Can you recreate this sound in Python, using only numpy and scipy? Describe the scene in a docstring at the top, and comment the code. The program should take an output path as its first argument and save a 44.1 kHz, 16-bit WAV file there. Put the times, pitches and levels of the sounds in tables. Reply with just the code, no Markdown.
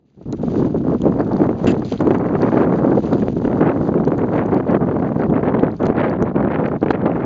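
"""A horse canters along a sandy track, heard through the rider's small camera. After a quiet instant, turbulent
air strikes the microphone: a fluttering rumble that swells in gusts and drops out in lulls. Buckles begin to
tick, mane and clothing rustle with the strides, and from 1 s single hard pulses of air knock the camera body.
Near 1.7 s the mane drags over the casing with a squeak, then straps scrape. As the horse gains speed, small
eddies grow stronger and the wind ends raspier, sputtering."""
import sys
import numpy as np
from scipy import signal
from scipy.fft import rfft, irfft
from scipy.io import wavfile
from scipy.ndimage import uniform_filter1d

SR = 44100
rng = np.random.default_rng(int(sys.argv[2]) if len(sys.argv) > 2 else 0)


def transcribe(u):
    """Save the signal u as a 16-bit wav file named by the first command-line argument.

    u: samples, shape (n,) or (channels, n), limited to [-1, 1]; the rate is SR.
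    q: integer samples, one column per channel.
    """
    v = np.clip(np.atleast_2d(u).T, -1, 1)
    q = np.round(v * 32767).astype(np.int16)
    wavfile.write(sys.argv[1], SR, q)


N = 319725
T = np.arange(N) / SR

# The steady air stream. Each row: time in seconds, rumble in dB, rasp relative to the rumble in dB.
STREAM = [(0, -58.5, -28), (.15, -59, -30.5), (.27, -28, -40.5), (.5, -19, -28), (.8, -19.5, -38.5),
          (1.3, -17.5, -24.5), (1.9, -20, -24), (2.2, -18.5, -19), (2.55, -14.5, -14.5), (2.95, -18, -24.5),
          (3.33, -17, -33), (3.55, -17, -21), (3.95, -17, -22.5), (4.45, -19.5, -17), (5.098, -17, -19),
          (5.5, -16.5, -14), (6.1, -19, -14.5), (7.25, -20.5, -14)]
# Gusts. Each row: start, length and rise time in seconds, extra rumble in dB, extra rasp in dB.
GUSTS = [(0.164, 0.034, .004, 9, 3), (0.286, .018, .005, 4, 9), (0.56, 0.11, 0.011, 5, 3.5),
         (0.841, 0.01, .005, 4, 9.5), (0.872, 0.078, .008, 4.5, 10.5), (1.042, 0.076, .008, 3, 4.5),
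         (1.172, 0.042, 0.038, 4.5, 12), (1.309, 0.031, 0.0072, 5, 4.5), (1.393, 0.067, 0.0069, 4.5, 4.5),
         (1.556, 0.048, 0.018, -8, 10.5), (1.649, 0.089, .008, 6.5, -2.5), (1.995, 0.13, .006, 3.5, 2),
         (2.408, 0.08, 0.018, 1.5, 1), (2.53, 0.23, .015, 1.25, -1), (2.819, 0.17, .02, 4, 2),
         (2.946, 0.016, 0.0086, 4, -4), (3.063, 0.033, .01, -2, 10), (3.12, 0.02, .02, 6.5, 11.5),
         (3.498, 0.043, 0.011, 0.5, 4), (3.608, 0.019, .005, 5.5, -3), (3.61, 0.11, .008, 2, 8.5),
         (3.958, 0.019, 0.011, 7, 2.5), (4.063, 0.022, 0.011, 5.5, 2.5), (4.124, 0.02, .005, 1.5, 5),
         (4.189, 0.054, .015, 2.5, 5), (4.32, 0.11, 0.051, 2.5, 5.5), (4.519, 0.06, 0.0067, 5.5, 3),
         (4.682, 0.082, 0.0056, 5, 3.5), (4.805, 0.054, 0.013, 3.5, 1.5), (5.268, 0.057, .01, 4.5, -11),
         (5.452, 0.043, .01, 0, 3), (5.794, 0.16, .006, 1.5, -0.5), (5.968, 0.12, .03, 1.5, 5),
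         (6.201, 0.033, 0.022, 8, -7), (6.353, 0.12, .012, 3.5, -4), (6.502, 0.062, .02, -1, 4),
         (6.585, 0.045, .006, 3.5, 0.5), (6.653, 0.011, .008, -0.5, 8.5), (6.729, 0.03, .015, 1, 2),
         (6.933, 0.018, .004, 0.5, 6.5), (7.031, 0.052, 0.022, 6.5, -4.5)]
# The stream leaves the microphone. Each row: middle and half length in seconds, depth in dB.
LULLS = [(0.248, 0.0069, 34), (.372, 0.017, 8), (0.407, 0.011, 2), (0.716, 0.0065, 6), (0.987, 0.017, 9),
         (1.26, 0.059, 3), (1.385, 0.0097, 1), (1.844, 0.0058, 25), (1.895, 0.034, 10),
         (1.976, 0.019, 12.5), (2.378, .012, 2.5), (2.505, 0.014, 7.5), (3.015, 0.015, 8.5),
         (3.33, 0.043, 4), (3.287, 0.01, 8.5), (3.4, 0.017, 2.5), (4.055, 0.0088, 5.5), (4.159, 0.013, 5),
         (4.282, 0.011, 3), (4.647, 0.017, 7), (4.793, 0.016, 4.5), (4.856, 0.0065, 8.5), (5.129, 0.03, 4),
         (5.275, 0.012, 6), (5.421, 0.0074, 9.5), (5.741, 0.062, 6.5), (5.772, 0.025, 19.5),
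         (5.931, 0.024, 5), (6.182, 0.019, 4), (6.247, 0.0059, 7), (6.33, 0.013, 11), (6.795, 0.02, 18),
         (6.856, 0.011, 11), (6.88, .006, 3), (6.925, 0.0073, 6), (6.983, 0.025, 3.5)]
# Spectrum of the turbulence. Each row: frequency in Hz, relative density in dB.
AIR_SPECTRUM = [(20, -43), (45, -18.5), (90, -7.5), (150, 0), (250, .5), (400, -3.5), (570, -8), (900, -15),
                (1500, -25), (2200, -37), (2800, -47.5), (3500, -57), (5000, -72), (8000, -98.5)]
# How the bands follow the wind. Each row: centre in Hz, share of the rasp, weights in dB of the
# common flutter and of the band's own flicker.
WIND_BANDS = [(40, -0.25, -3, -4.5), (122, 0, 4, 0.5), (258, -0.0842, 3, 0.5), (570, 0.5, 4.5, 2.5),
              (1190, 0.61, 7, 7), (2240, 1.93, 12, 6), (5000, 2.5, 7.5, 9.5)]
# The hardest blows of air. Each row: start in seconds, relative levels of thump and rasp in dB,
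# time scale in seconds.
BLOWS = [(0.212, -20.5, -52, .007), (0.327, -7.5, -31.5, 0.0092), (0.432, -7.5, -49, 0.012),
         (0.47, -12, -37, 0.0083), (0.645, -6, -24, 0.0059), (0.742, -4.5, -39, 0.012),
         (0.867, -8, -33, 0.0056), (0.923, -4, -42, .015), (1.036, -5, -33, 0.0073), (1.047, 0, -31, 0.016),
         (1.061, 3.5, -28.5, 0.0089), (1.197, -4.5, -29, 0.031), (1.396, 1, -22, 0.0066),
         (1.414, 1.5, -34, 0.013), (1.489, 1, -21.5, 0.006), (1.679, 1, -25, 0.011),
         (1.819, -13, -23.5, 0.0056), (1.917, -4, -49, 0.0083), (2.003, -1, -16.5, 0.0092),
         (2.07, 2.5, -37, 0.011), (2.108, 0, -16.5, 0.0059), (2.142, -6.5, -18, 0.018),
         (2.349, -8.5, -14.5, 0.0078), (2.427, -3, -19.5, .016), (2.566, -3.5, -15.5, 0.013),
         (2.721, 0, -15.5, 0.0058), (2.783, -2.5, -23, 0.012), (2.84, -2.5, -33, 0.013),
         (2.969, 0, -26, 0.012), (3.15, 2.5, -41, 0.0078), (3.217, -3, -23.5, 0.014),
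         (3.366, -8, -36, 0.007), (3.447, -4, -20, 0.0068), (3.605, 0, -16, 0.012),
         (3.887, -1, -28.5, 0.0063), (4.072, -5, -23, .011), (4.119, -2, -29, 0.013),
         (4.213, -2, -27, 0.0054), (4.68, -1.5, -24.5, 0.017), (4.74, -6, -13.5, 0.013),
         (5.022, -5, -23, 0.0074), (5.357, -3, -27, .005), (5.539, -2.5, -18.5, 0.0097),
         (5.627, 2, -18.5, 0.01), (6.039, -9.5, -11, 0.0054), (6.223, -2, -30, 0.0079),
         (6.356, -5, -16, 0.0078), (6.588, -6.5, -22, 0.01), (6.827, -1.5, -21, 0.006),
         (6.858, -4.5, -14.5, 0.0064), (6.903, -1.5, -7, 0.0073), (7.054, -7.5, -13, 0.015),
         (7.094, -1.5, -25, 0.0058)]
# The loudest snaps of air at the microphone port. Each row: start in seconds, peak in dB.
AIR_SNAPS = [(1.468, -18), (1.743, -19), (2.843, -15.5), (3.514, -19), (3.529, -14), (3.89, -13),
             (4.119, -14.5), (4.392, -15), (6.404, -10), (6.427, -15), (6.448, -12), (6.559, -13),
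             (6.599, -13), (6.884, -14)]
# Knocks: single pressure pulses of air ring the camera body. Each row: start in seconds, peak of the thump in
# dB, peak of the crack in dB.
KNOCKS = [(1.0837, -7, -37), (1.6445, -2.5, -34), (1.661, -2, -26), (1.7496, -12, -31), (2.072, -4, -16),
          (2.107, 1, -18), (2.147, -12, -18), (3.2834, -2.5, -17.5), (3.452, -9, -22.5), (3.478, -4, -25),
          (5.6336, -3, -16.5), (5.8671, -6, -22), (5.901, 0, -34), (6.2243, 0, -25), (6.829, -2, -17),
          (6.838, -6.5, -27), (6.906, -6, -27)]
# Spectrum of a knock's crack. Each row: frequency in Hz, relative density in dB.
KNOCK_SPECTRUM = [(300, -1), (800, 2), (1600, 5), (3000, -16.5), (4500, -25), (7000, -32.5)]
# Clear ticks of buckles and bit. Each row: start in seconds, relative level in dB, pitch in Hz,
# relative level of the bright snap and ring in dB.
TICKS = [(.3257, -33.5, 4130, -29), (1.0177, -35.5, 3150, -35), (1.1942, -40, 4260, -71),
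         (1.332, -35.5, 4400, -51), (1.3674, -37, 4500, -60), (1.645, -44, 3430, -33),
         (1.795, -43, 4300, -48), (1.848, -33.5, 4200, -55), (1.8645, -39, 4250, -40),
         (1.9225, -23.5, 3110, -48), (1.924, -31, 4650, -55.5), (1.9759, -32.5, 3160, -49.5),
         (2.007, -40.5, 3280, -35), (2.184, -45, 4500, -42), (2.4199, -28.5, 4450, -59),
         (3.1328, -34, 3850, -39), (3.8782, -43, 4200, -62), (4.0503, -36.5, 4550, -58),
         (4.0805, -40, 3340, -40), (4.181, -44.5, 4400, -42), (4.4606, -50, 4700, -40),
         (4.5446, -39, 4520, -49), (4.7089, -44, 4600, -60), (4.9922, -48, 4380, -57),
         (5.2152, -44, 4000, -56), (5.2984, -40.5, 3190, -51), (5.594, -34.5, 3150, -58),
         (5.633, -43, 2900, -43), (5.766, -44, 4500, -66), (5.83, -37, 3140, -43),
         (5.856, -31.5, 4340, -43), (5.866, -34, 3420, -34), (6.097, -37, 4470, -64),
         (6.225, -36.5, 3050, -29.5), (6.678, -48, 4660, -53), (6.8101, -44.5, 4200, -54),
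         (6.829, -39, 3050, -41), (6.9057, -28, 4060, -48), (6.909, -26, 3150, -48),
         (6.9175, -41, 4100, -47)]
# Modes of a buckle. Each row: frequency in Hz, relative level in dB, seconds to decay by 60 dB.
BUCKLE_MODES = [(4020, -28, .06), (5950, -28.5, .07)]
# The mane slips across the casing. Each row: start in seconds, length in seconds, level in dB.
BRUSHES = [(1.668, 0.016, -27), (1.688, 0.018, -34), (1.708, 0.011, -33.5), (1.72, 0.0092, -46)]
# Spectrum of those slips. Each row: frequency in Hz, relative density in dB.
BRUSH_SPECTRUM = [(500, -17), (1500, 10.5), (2000, 12), (2250, 2), (2600, 5), (3100, 4.5), (4000, -2),
                  (4800, 0), (6000, -6), (7200, -2)]
# The steady rub of mane and clothing. Each row: time in seconds, relative level in dB.
RUSTLE_LEVELS = [(0, -91), (.2, -82), (.4, -66), (2.4, -70), (2.67, -67), (2.9, -64), (3.3, -64),
                 (4.1, -71.5), (5.1, -73.5), (6.2, -81.5), (7.25, -77.5)]
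# The mane sweeps past as the horse nods. Each row: middle and half length in seconds, boost in dB.
MANE_SWEEPS = [(0.58, 0.081, 8), (1.376, .05, 5.5), (1.654, 0.063, 8), (1.946, 0.12, 13), (2.5, 0.12, 8.5),
               (3.12, 0.076, 7.5), (3.852, 0.045, 2.5), (4.346, .04, 5.5), (5.19, 0.029, 9),
               (5.826, 0.1, 9.5), (6.82, .07, 6.5)]
# Spectrum of the rustle. Each row: frequency in Hz, relative density in dB.
RUSTLE_SPECTRUM = [(500, -13), (1500, 6), (2800, 5), (4500, 3.5), (5900, 1.5), (6800, -2.5), (7500, -11.5)]
# Scrapes of the straps. Each row: middle and half length in seconds, level in dB.
SCRAPES = [(1.89, .05, -52), (1.99, 0.03, -54), (3.84, .03, -59), (5.193, 0.022, -65)]
# Spectrum of the scrapes. Each row: frequency in Hz, relative density in dB.
SCRAPE_SPECTRUM = [(2000, -24.5), (3600, -9.5), (4300, 4), (4900, -0.5), (5800, -8.5), (6600, -12.5),
                   (7500, -16)]


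def wind(level_db=0.5, usual_rasp_db=-17, follow_hz=230, calm_db=-19, spit_db=6.5, waver_db=1.22):
    """Turbulence: eddies of all sizes hit the microphone; small, bright ones depend most on air speed."""
    rumble_db, rasp_db, gusting = air_stream()
    rasp_db = rasp_db - usual_rasp_db + waver_db * flutter(slow_hz=4.3, fast_hz=5.8)
    lull_db, spit = lulls(), spits()
    # in fast air and in gusts the separate buffets merge into a denser roar
    choppiness = 1 - 0.35 * gusting
    buffet_depth = np.clip(0.57 - 0.038 * rasp_db, .4, .85)
    buffet = buffet_depth * np.clip(flutter(slow_hz=7.8, fast_hz=75), -2.8, 1.7)
    hz = np.fft.rfftfreq(N, 1 / SR)
    spectrum = rfft(noise(AIR_SPECTRUM))
    centres = [row[0] for row in WIND_BANDS]
    out = np.zeros(N)
    for weights, (centre, share, flutter_db, flicker_db) in zip(np.eye(len(centres)), WIND_BANDS):
        band = irfft(spectrum * log_interp(np.transpose([centres, weights]), hz), N)
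        wobble_db = flutter_db * buffet * (1 - .5 * spit) + share * spit_db * spit
        wobble_db += flicker_db * flutter(slow_hz=25, fast_hz=191)
        wobbling = band * amp(choppiness * wobble_db)
        eddies = band.std() * even_out(wobbling, size=3200 if centre > 200 else 6000)
        # large, slow eddies ride through lulls and gusts
        follow = min(1, centre / follow_hz)
        steadying_db = (1 - follow) * np.clip(calm_db - rumble_db, -12, 8)
        lull_share = max(follow, 0.24) + 0.82 * share
        out += eddies * amp(rumble_db + share * rasp_db - lull_share * lull_db + steadying_db)
    return amp(level_db) * out


def air_stream(release_s=0.013):
    """Gusts ride on a mean flow, giving rumble in dB, rasp in dB and gustiness from 0 to 1."""
    times, steady_rumble_db, steady_rasp_db = np.transpose(STREAM)
    rumble_db = np.interp(T, times, steady_rumble_db)
    rasp_db = np.interp(T, times, steady_rasp_db)
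    gusting = np.zeros(N)
    for start, length, rise, extra_rumble_db, extra_rasp_db in GUSTS:
        gust = swell(start, length, rise, release_s)
        rumble_db += extra_rumble_db * gust
        rasp_db += extra_rasp_db * gust
        gusting = np.maximum(gusting, gust)
    return rumble_db, rasp_db, gusting


def lulls(stall_db=2.0, stall_half_s=0.0077):
    """Attenuation in dB as the flow leaves the microphone, or stalls just before a hard blow."""
    out = np.zeros(N)
    stalls = [(row[0] - 1.2 * stall_half_s, stall_half_s, stall_db) for row in BLOWS]
    for middle, half, depth_db in LULLS + stalls:
        span = slice(max(int((middle - 3 * half) * SR), 0), int((middle + 3 * half) * SR))
        offset = (T[span] - middle) / half
        steepness = np.where(offset < 0, 2, 6)  # fades gently, returns abruptly
        out[span] = np.maximum(out[span], depth_db * np.exp(-np.abs(offset) ** steepness))
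    return out


def spits(per_s=29, longest_s=0.0099, jitter=0.51, count=400):
    """Vortex shedding: eddies break on the port at a loose rate, each a short swell of height up to 1."""
    gap_draws, height_draws = rng.standard_normal((count, 2)).T
    starts = np.cumsum(np.exp(jitter * gap_draws)) / per_s
    heights = np.clip(0.62 + 0.073 * height_draws, .2, 1)
    out = np.zeros(N)
    for start, height in zip(starts, heights):
        add(out, start, height * np.sin(np.linspace(0, np.pi, int(height * longest_s * SR))))
    return np.minimum(out, 1)


def air_blows(rows, thump_gain_db=-7.5, rasp_gain_db=-4.0, thump_hz=320, port_hz=170, rasp_lag_s=.0015):
    """Pressure pulses: a few low swings and a puff of rasp, high-passed by the small microphone port."""
    out, t = np.zeros(N), np.arange(4096) / SR
    for start, thump_db, rasp_db, length in rows:
        thump_age = t / (.5 * length)  # each envelope peaks at age 1
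        puff_age = thump_age / 0.71
        # the swing is uneven in pitch, so it thuds without a note
        wander = noise([(100, 4.0), (500, -3.5), (1500, -36.0), (4000, -62.5)], len(t))
        cycles = np.cumsum(thump_hz * amp(3.234 * wander)) / SR + rng.random()
        thump = np.sin(2 * np.pi * cycles) * thump_age * np.exp(1 - thump_age)
        add(out, start, amp(thump_db + thump_gain_db) * thump)
        puff = noise([(300, -4.5), (700, 9.5), (1400, 0), (2300, -12.5), (4000, -33), (7000, -51)], len(t))
        puff = even_out(puff, size=150) * puff_age * np.exp(1 - puff_age)
        add(out, start + rasp_lag_s, amp(rasp_db + rasp_gain_db) * puff)
    return signal.sosfilt(signal.butter(2, port_hz, "highpass", fs=SR, output="sos"), out)


def light_blows(per_s=3, thump_db=8, puff_db=6, spread_db=3.5, length_s=0.0074):
    """Fluctuations scale with the flow: rows of chance blows that follow the wind and its lulls."""
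    rumble_db, rasp_db, _ = air_stream()
    starts, strength, _ = chance_events(per_s).T
    level_db = np.interp(starts, T, rumble_db - lulls()) + spread_db * strength
    puff_levels_db = level_db + np.interp(starts, T, rasp_db) + puff_db
    return list(zip(starts, level_db + thump_db, puff_levels_db, np.full(len(starts), length_s)))


def sputter(per_s=18, above_rasp_db=8.5, spread_db=3, rise_s=.0007, t60=0.006):
    """Tiny eddies snap at the port as impulses: a few loud ones, the rest following the wind's rasp."""
    rumble_db, rasp_db, _ = air_stream()
    force_db = rumble_db + rasp_db - 2 * lulls()
    cracks = [(start, force_db[int(start * SR)] + above_rasp_db + spread_db * strength)
              for start, strength, _ in chance_events(per_s, count=200)]
    out, t = np.zeros(N), np.arange(512) / SR
    for start, peak_db in cracks + AIR_SNAPS:
        crack = noise([(300, -7), (800, 7), (1400, -5.5), (2100, -14), (3000, -26), (6000, -53.5)], len(t))
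        crack *= (1 - np.exp(-t / rise_s)) ** 2 * decay(t, t60)
        add(out, start, amp(peak_db) * unit_peak(crack))
    return out


def camera_knocks(body_hz=380, body_t60=0.0071, crack_t60=0.0064, rise_s=0.00032):
    """Impulse excitation: a single pressure pulse gives a dry crack and a heavily damped swing of the camera
    body."""
    out, t = np.zeros(N), np.arange(2048) / SR
    rise = 1 - np.exp(-t / rise_s)
    thump = np.sin(2 * np.pi * body_hz * t) * decay(t, body_t60) * rise ** 2
    for start, thump_db, crack_db in KNOCKS:
        crack = noise(KNOCK_SPECTRUM, len(t)) * decay(t, crack_t60) * rise
        add(out, start, amp(thump_db) * unit_peak(thump) + amp(crack_db) * unit_peak(crack))
    return out


def tack(rows, tick_gain_db=3.5, snap_gain_db=2.5, snap_hz=6400):
    """Damped free vibration: metal meets leather with a click, a note, a snap and a buckle's faint ring."""
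    out, t = np.zeros(N), np.arange(4096) / SR
    ring = sum(amp(db) * decay(t, t60) * np.sin(2 * np.pi * hz * t) for hz, db, t60 in BUCKLE_MODES)
    rise = 1 - np.exp(-t / 0.00015)
    snap_spectrum = [(snap_hz * .7, -25), (snap_hz * .92, 0), (snap_hz * 1.06, -1), (snap_hz * 1.18, -16)]
    for start, tick_db, hz, snap_db in rows:
        click = noise([(hz / 2, -18), (hz * 1.3, -6), (hz, 0), (hz * 1.15, -11),
                       (hz * 1.3, -10), (hz * 1.4, -22), (hz * 2, -40)], len(t))
        click *= rise * decay(t, t60=0.015)
        note = rise * decay(t, t60=0.014) * np.sin(2 * np.pi * hz * t)
        snap = noise(snap_spectrum, len(t)) * rise * decay(t, t60=0.0044)
        add(out, start, amp(tick_db + tick_gain_db) * (amp(-3) * unit_peak(click) + amp(-5) * note))
        add(out, start, amp(snap_db + snap_gain_db) * (unit_peak(snap) + ring))
    return out


def faint_ticks(per_s=1.2, tick_db=-45, snap_db=-55.5, spread_db=3.5, low_hz=3300, high_hz=4700):
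    """Random excitation: rows of soft ticks from the tack as the ride shakes it."""
    starts, strength, pitch = chance_events(per_s).T
    offset_db = spread_db * strength
    return list(zip(starts, tick_db + offset_db, low_hz + pitch * (high_hz - low_hz), snap_db + offset_db))


def mane_brush(squeak_start=1.672, squeak_s=0.031, squeak_hz=2810, sag_hz_per_s=7600, squeak_db=-34.5):
    """Stick-slip friction: the mane drags over the casing, which at first squeaks with sinking pitch."""
    attack_s, release_s = 0.0022, 0.0057
    touch = sum(amp(db) * swell(start, length, attack_s, release_s) for start, length, db in BRUSHES)
    grain = flutter(slow_hz=80, fast_hz=398)
    elapsed = np.clip(T - squeak_start, 0, 2 * squeak_s)
    hz = squeak_hz - sag_hz_per_s * elapsed + 100 * flutter(slow_hz=30, fast_hz=500)
    squeak = amp(squeak_db + 2.5 * grain) * np.sin(2 * np.pi * np.cumsum(hz) / SR)
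    squeak *= swell(squeak_start, squeak_s, attack_s, release_s)
    scrape = touch * unit_rms(amp(2.0 * grain)) * noise(BRUSH_SPECTRUM)
    return scrape + squeak


def rustle(level_db=8.5, grain_db=3.0, catch_db=11.0, catches_per_s=22, catch_s=0.00042, waver_db=2.0):
    """Sliding friction: hair and cloth move in tiny slips and now and then catch."""
    slips = unit_rms(amp(grain_db * flutter(slow_hz=9.9, fast_hz=280)))
    impulses = (rng.random(N) < catches_per_s / SR) * rng.random(N)
    catches = signal.lfilter([1], [1, -np.exp(-1 / (catch_s * SR))], impulses)
    steady_db = np.interp(T, *np.transpose(RUSTLE_LEVELS))
    sweep_db = sum(db * np.exp(-((T - middle) / half) ** 2) for middle, half, db in MANE_SWEEPS)
    pressure_db = sweep_db + waver_db * flutter(slow_hz=5, fast_hz=7)
    rub = amp(steady_db + pressure_db + level_db) * noise(RUSTLE_SPECTRUM)
    return rub * (slips + amp(catch_db) * catches)


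def strap_scrapes(grain_db=9.5):
    """Granular friction: dusty straps scrape over each other in clumps of bright grains."""
    pressure = sum(amp(db) * np.exp(-((T - middle) / half) ** 2) for middle, half, db in SCRAPES)
    grains = even_out(amp(grain_db * flutter(slow_hz=40, fast_hz=350)), size=1500)
    return pressure * grains * noise(SCRAPE_SPECTRUM)


def chance_events(per_s, count=100, under_way_s=.4):
    """A jittered pulse train. Each row: start in seconds, strength from -1 to 1, pitch from 0 to 1."""
    jitter, strength, pitch = rng.random((count, 3)).T
    starts = under_way_s + (np.arange(count) + jitter) / per_s
    return np.transpose([starts, 2 * strength - 1, pitch])[starts < T[-1]]


def noise(spectrum, size=N):
    """Spectral shaping of white noise, at rms 1."""
    gain = amp(log_interp(spectrum, np.fft.rfftfreq(size, 1 / SR)))
    return unit_rms(irfft(rfft(rng.standard_normal(size)) * gain, size))


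def flutter(slow_hz, fast_hz):
    """Band-limited random modulation of rms 1."""
    hz = np.fft.rfftfreq(N, 1 / SR)
    passband = hz / np.hypot(hz, slow_hz) / (1 + (hz / fast_hz) ** 2)
    return unit_rms(irfft(rfft(rng.standard_normal(N)) * passband, N))


def even_out(x, size):
    """Division by the running rms, smoothed over size samples, leaves only the fast texture."""
    power = uniform_filter1d(uniform_filter1d(x ** 2, size), size)
    return x / np.sqrt(np.abs(power) + 1e-20)


def swell(start, length, attack, release):
    """Trapezoidal envelope: rises around the start, holds at 1 and falls after its length."""
    return np.clip((T - start) / attack + .5, 0, 1) * np.clip(1 - (T - start - length) / release, 0, 1)


def decay(t, t60):
    """Exponential damping by 60 dB in t60 seconds."""
    return amp(-60 * t / t60)


def amp(db):
    """Decibels to gain."""
    return 10 ** (np.asarray(db) / 20)


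def unit_rms(x):
    """Scales to rms 1."""
    return x / np.sqrt(np.mean(x ** 2) + 1e-20)


def unit_peak(x):
    """Scales to peak 1."""
    return x / abs(x).max()


def log_interp(points, hz):
    """Interpolation on a log-frequency axis."""
    point_hz, values = np.transpose(points)
    return np.interp(np.log(hz + 1), np.log(point_hz + 1), values)


def add(mix, start, sound):
    """Superposes a sound at a start in seconds."""
    part = mix[max(round(start * SR), 0):][:len(sound)]
    part += sound[:len(part)]


def scene():
    """Superposition: all sources sum at one microphone in the open air."""
    air = wind() + sputter() + air_blows(BLOWS) + air_blows(light_blows())
    ride = camera_knocks() + rustle() + mane_brush() + strap_scrapes() + tack(TICKS) + tack(faint_ticks())
    return (air + ride)[None]


def record(dry, notch_hz=5390, notch_width_hz=700, ceiling=.93, low_hz=32, high_hz=7480):
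    """Filtering and saturation: the camera notches the treble, rounds off peaks and limits the band."""
    notched = signal.lfilter(*signal.iirnotch(notch_hz, notch_hz / notch_width_hz, fs=SR), dry)
    rounded = notched / (1 + (notched / ceiling) ** 8) ** (1 / 8)
    bass_cut = signal.sosfilt(signal.butter(2, low_hz, "highpass", fs=SR, output="sos"), rounded)
    lowpass = signal.firwin(221, high_hz, window=("kaiser", 8), fs=SR)
    return signal.oaconvolve(bass_cut, lowpass[None], "same")


dry = scene()
out = record(dry)
transcribe(out)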